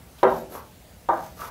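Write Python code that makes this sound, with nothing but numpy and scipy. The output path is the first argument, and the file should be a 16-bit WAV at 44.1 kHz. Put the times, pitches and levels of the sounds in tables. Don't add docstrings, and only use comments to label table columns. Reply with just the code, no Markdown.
import sys
import numpy as np
from scipy import signal
from scipy.fft import rfft, irfft, next_fast_len
from scipy.io import wavfile
from scipy.ndimage import uniform_filter1d, map_coordinates

SR = 44100
rng = np.random.default_rng(int(sys.argv[2]) if len(sys.argv) > 2 else 0)


def put_to_file(sound):
    columns = np.atleast_2d(sound).T
    safe = np.clip(columns, -1, 1)
    whole_steps = np.round(safe * 32767)
    wavfile.write(sys.argv[1], SR, whole_steps.astype(np.int16))


def natural_amplitude(level_db):
    exponent = np.asarray(level_db, float) / 20
    return 10 ** exponent


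N = 66150

TAP_START_S = [
    .2303,
    1.0882,
]
TAP_LEVEL_DB = [0, -8]
TAP_ROOM_DB = [1, 2]
FAR_DAMPING, FAR_DB = 0.35, 7.5


def taps():
    out = np.zeros(N)
    for tap, (start_s, level_db) in enumerate(zip(TAP_START_S, TAP_LEVEL_DB)):
        click = tip_click(tap)
        near, far = np.zeros((2, N + SR))
        start = round(start_s * SR)
        near[start:][:len(click)] = click - board_ring(tap, level_db, 0.94)
        far[start:][:len(click)] = click - natural_amplitude(FAR_DB) * board_ring(tap, level_db, FAR_DAMPING)
        out += near[:N] + natural_amplitude(TAP_ROOM_DB[tap]) * room(far[:N])
    return out


# pitch_hz, first_tap_level_db, second_tap_level_db, t60_s
BOARD_MODES = [(237.5, -21.5, -38.5, 0.6), (346, -41, -8, 0.22), (383.1, -4, -25, 0.32),
               (504, -8.5, -37.5, 0.29), (564, 4.5, 3, 0.059), (635.7, -13.5, -7, 0.25),
               (813.7, 1.5, 6.5, 0.073), (926, -11.5, 1.5, 0.12), (963, 6, 2.5, 0.04),
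               (1174, -7.5, 1, 0.071), (1346, -15.5, -20.5, 0.15), (1561, -13.5, -10.5, 0.088),
               (172, -29, -24, 0.59), (1805, -18, -44.5, 0.061)]
RISE_S = 0.0015


def board_ring(tap, level_db, t60_share):
    t = np.arange(SR // 2) / SR
    ring = np.zeros(len(t))
    for mode in BOARD_MODES:
        pitch_hz, t60_s = mode[0], mode[3]
        fade_db = level_db - 10 + mode[1 + tap] - 60 * t / (t60_share * t60_s)
        ring += natural_amplitude(fade_db) * np.sin(2 * np.pi * pitch_hz * t)
    return (1 - np.exp(-t / RISE_S)) * ring


# pitch_hz, level_db (per Hz)
CLICK_COLOUR = [(800, -26), (2000, 0), (3000, 4.5), (3700, 12.5), (4600, 0.5), (9000, -11.5), (11000, -9),
                (15000, -10)]
CLICK_LEVEL_DB, CLICK_T60_S = [-31, -43], 0.044


def tip_click(tap):
    t = np.arange(SR // 2) / SR
    crunch = coloured(rng.standard_normal(len(t)), CLICK_COLOUR)
    return crunch * natural_amplitude(CLICK_LEVEL_DB[tap] - 60 * t / CLICK_T60_S)


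# fastest_s, speeding_up_s, slowing_s, hiss_level_db
STROKE_SPEED = [
    (.19, 0.034, 0.09, -54.5),
    (.355, 0.11, 0.1, -49),
    (0.556, 0.071, 0.062, -46.5),
    (1.22, 0.16, 0.16, -51.5),
    (1.433, 0.09, .08, -43.5),
]
# firmest_s, growing_s, easing_s, judder_level_db
STROKE_PRESSURE = [(.195, 0.027, 0.011, -60), (.345, 0.074, 0.055, -41), (0.579, .11, 0.034, -44),
                   (1.18, 0.039, 0.052, -46.5), (1.422, 0.061, 0.11, -42)]
HISS_GROWS = 1.45
STROKE_ROOM_DB = -2.5


def strokes():
    out = np.zeros(N)
    for speed, song, pressure, rub in zip(STROKE_SPEED, STICK_SONG, STROKE_PRESSURE, BOARD_RUB):
        *speed_times, hiss_db = speed
        *pressure_times, judder_db = pressure
        out += natural_amplitude(hiss_db) * swell(*speed_times) ** HISS_GROWS * chalk_hiss(*song)
        out += natural_amplitude(judder_db) * swell(*pressure_times) ** 2 * board_judder(*rub)
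    return out + natural_amplitude(STROKE_ROOM_DB) * room(out)


# pitch_hz, width_hz, level_db (over the hiss)
STICK_SONG = [(3700, 3200, -6.5), (11850, 910, -6), (11530, 1300, -2), (6280, 250, -13.5),
              (11350, 650, -14)]
# pitch_hz, level_db (per Hz)
HISS_COLOUR = [(1500, 9), (3000, 2), (6000, 3), (8500, -2.5), (10500, 1), (12000, 2.5), (14000, 4),
               (15800, -1)]
HISS_GRAIN_DB = 2


def chalk_hiss(pitch_hz, width_hz, song_db):
    stick, dust = rng.standard_normal((2, N))
    song = natural_amplitude(song_db) * resonance(stick, pitch_hz, width_hz)
    return (coloured(dust, HISS_COLOUR) + song) * natural_amplitude(HISS_GRAIN_DB * wobble(200))


# pitch_hz, level_db (per Hz)
JUDDER_COLOUR = [(250, -10.5), (500, -8), (800, -4.5), (1150, -9), (1550, -5.5), (1800, -13.5), (2800, -23),
                 (4500, -54)]
# from_pitch_hz, to_pitch_hz, width_hz, level_db (over the judder), turn_s
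BOARD_RUB = [(3200, 3200, 1200, 3, .2), (900, 800, 600, 0, .36), (400, 1020, 520, 3, .558),
             (1300, 700, 600, 0, 1.2), (1200, 960, 300, 2, 1.445)]
SLIPS_PER_S, SLIP_SPREAD_DB, TURN_S = 900, 2.5, 0.063


def board_judder(from_hz, to_hz, width_hz, rub_db, turn_s):
    chance, size, way = rng.random((3, N))
    kicks = natural_amplitude(-SLIP_SPREAD_DB * np.log(size + 1e-3)) * np.sign(way - .5)
    slips = (chance < SLIPS_PER_S / SR) * kicks
    turned = np.pi / 2 * np.clip((np.arange(N) / SR - turn_s) / TURN_S + .5, 0, 1)
    before = np.cos(turned) * resonance(slips, from_hz, width_hz)
    after = np.sin(turned) * resonance(slips, to_hz, width_hz)
    return coloured(slips, JUDDER_COLOUR) + natural_amplitude(rub_db) * (before + after)


# pitch_hz, t60_s
ROOM_T60 = [(150, 1), (300, 0.19), (600, 0.46), (1200, 0.24), (2200, 0.22), (5000, 0.6), (12000, 0.3)]
# pitch_hz, level_db
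WALL_COLOUR = [(200, -4.5), (2000, 7), (3500, -5.5), (8000, -10)]
ROOM_DELAY_S = .005
BEND = 1.26


def room(x):
    hz, t, z = signal.stft(rng.standard_normal(SR), SR, nperseg=256)
    fade_db = -60 * (t / along(ROOM_T60, hz)[:, None]) ** BEND
    z = z * natural_amplitude(along(WALL_COLOUR, hz)[:, None] + fade_db)
    tail = signal.istft(z, SR, nperseg=256)[1]
    low = natural_amplitude(along([(300, 0), (1500, 0), (2500, -60)], np.fft.rfftfreq(len(tail), 1 / SR)))
    energy = np.sum(np.abs(rfft(tail)) ** 2 * low) / np.sum(low)
    delayed = np.pad(x, (round(ROOM_DELAY_S * SR), 0))
    return signal.fftconvolve(delayed, tail / np.sqrt(energy))[:N]


# pitch_hz, level_db (per Hz)
AIR_COLOUR = [(15, -41), (25, -16.5), (59, -5.5), (242, -16), (325, -22), (657, -21.5), (1070, -29),
              (8090, -36), (15900, -36)]
# pitch_hz, width_hz, level_db (over the room tone)
MACHINE = (58.7, 12.7, -11)
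AIR_DB, AIR_PATCH_DB = -47, 1.5


def air():
    z = signal.stft(rng.standard_normal(N + SR // 10), nperseg=512)[2]
    patches = uniform_filter1d(rng.standard_normal(z.shape), 6, 0)
    patches = unit(uniform_filter1d(patches, 14, 1))
    tone = signal.istft(z * natural_amplitude(AIR_PATCH_DB * patches), nperseg=512)[1][:N]
    pitch_hz, width_hz, machine_db = MACHINE
    drone = resonance(rng.standard_normal(N), pitch_hz, width_hz)
    return natural_amplitude(AIR_DB + machine_db) * drone + natural_amplitude(AIR_DB - 2) * coloured(tone, AIR_COLOUR)


def unit(x):
    return x / np.sqrt(np.mean(x ** 2) + 1e-20)


def along(points, hz):
    f, v = np.transpose(points)
    return np.interp(np.log(hz + 1), np.log(f + 1), v)


def filtered(x, response):
    m = next_fast_len(x.shape[-1] + SR // 4)
    spectrum = rfft(x, m) * response(np.fft.rfftfreq(m, 1 / SR))
    return irfft(spectrum, m)[..., :x.shape[-1]]


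def coloured(x, points):
    return unit(filtered(x, lambda hz: natural_amplitude(along(points, hz))))


def resonance(x, hz, width_hz):
    def response(f):
        loss = 1j * f * width_hz
        return (loss / (hz * hz - f * f + loss)) ** 2
    return unit(filtered(x, response))


def wobble(rate):
    return map_coordinates(rng.standard_normal(N // 20), [np.arange(N) * rate / SR])


def swell(at, rise, fall):
    t = np.arange(N) / SR
    away = np.where(t < at, (at - t) / rise, (t - at) / fall)
    return np.cos(np.pi / 2 * np.clip(away, 0, 1))


# pitch_hz, level_db (under the middle)
SIDE_COLOUR = [(60, -50), (110, -39.5), (200, -55.5), (380, -51.5), (700, -57.5), (1290, -52.5),
               (2380, -42.5), (4400, -44), (8120, -23), (15000, -36.5)]


def scene():
    mid = taps() + strokes() + air()
    side = filtered(room(mid), lambda hz: natural_amplitude(along(SIDE_COLOUR, hz) + 9))
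    return np.array([mid + side, mid - side])


def roll_off(x):
    return signal.sosfilt(signal.butter(12, 16470, fs=SR, output="sos"), x)


# lowest_hz, highest_hz
MICROPHONE_HZ = [38, 15750]


def record(dry):
    low_hz, high_hz = MICROPHONE_HZ
    mix = filtered(dry, lambda hz: (hz < high_hz) / (1 + (low_hz / (hz + 1)) ** 6))
    return roll_off(mix)


dry = scene()
out = record(dry)
put_to_file(out)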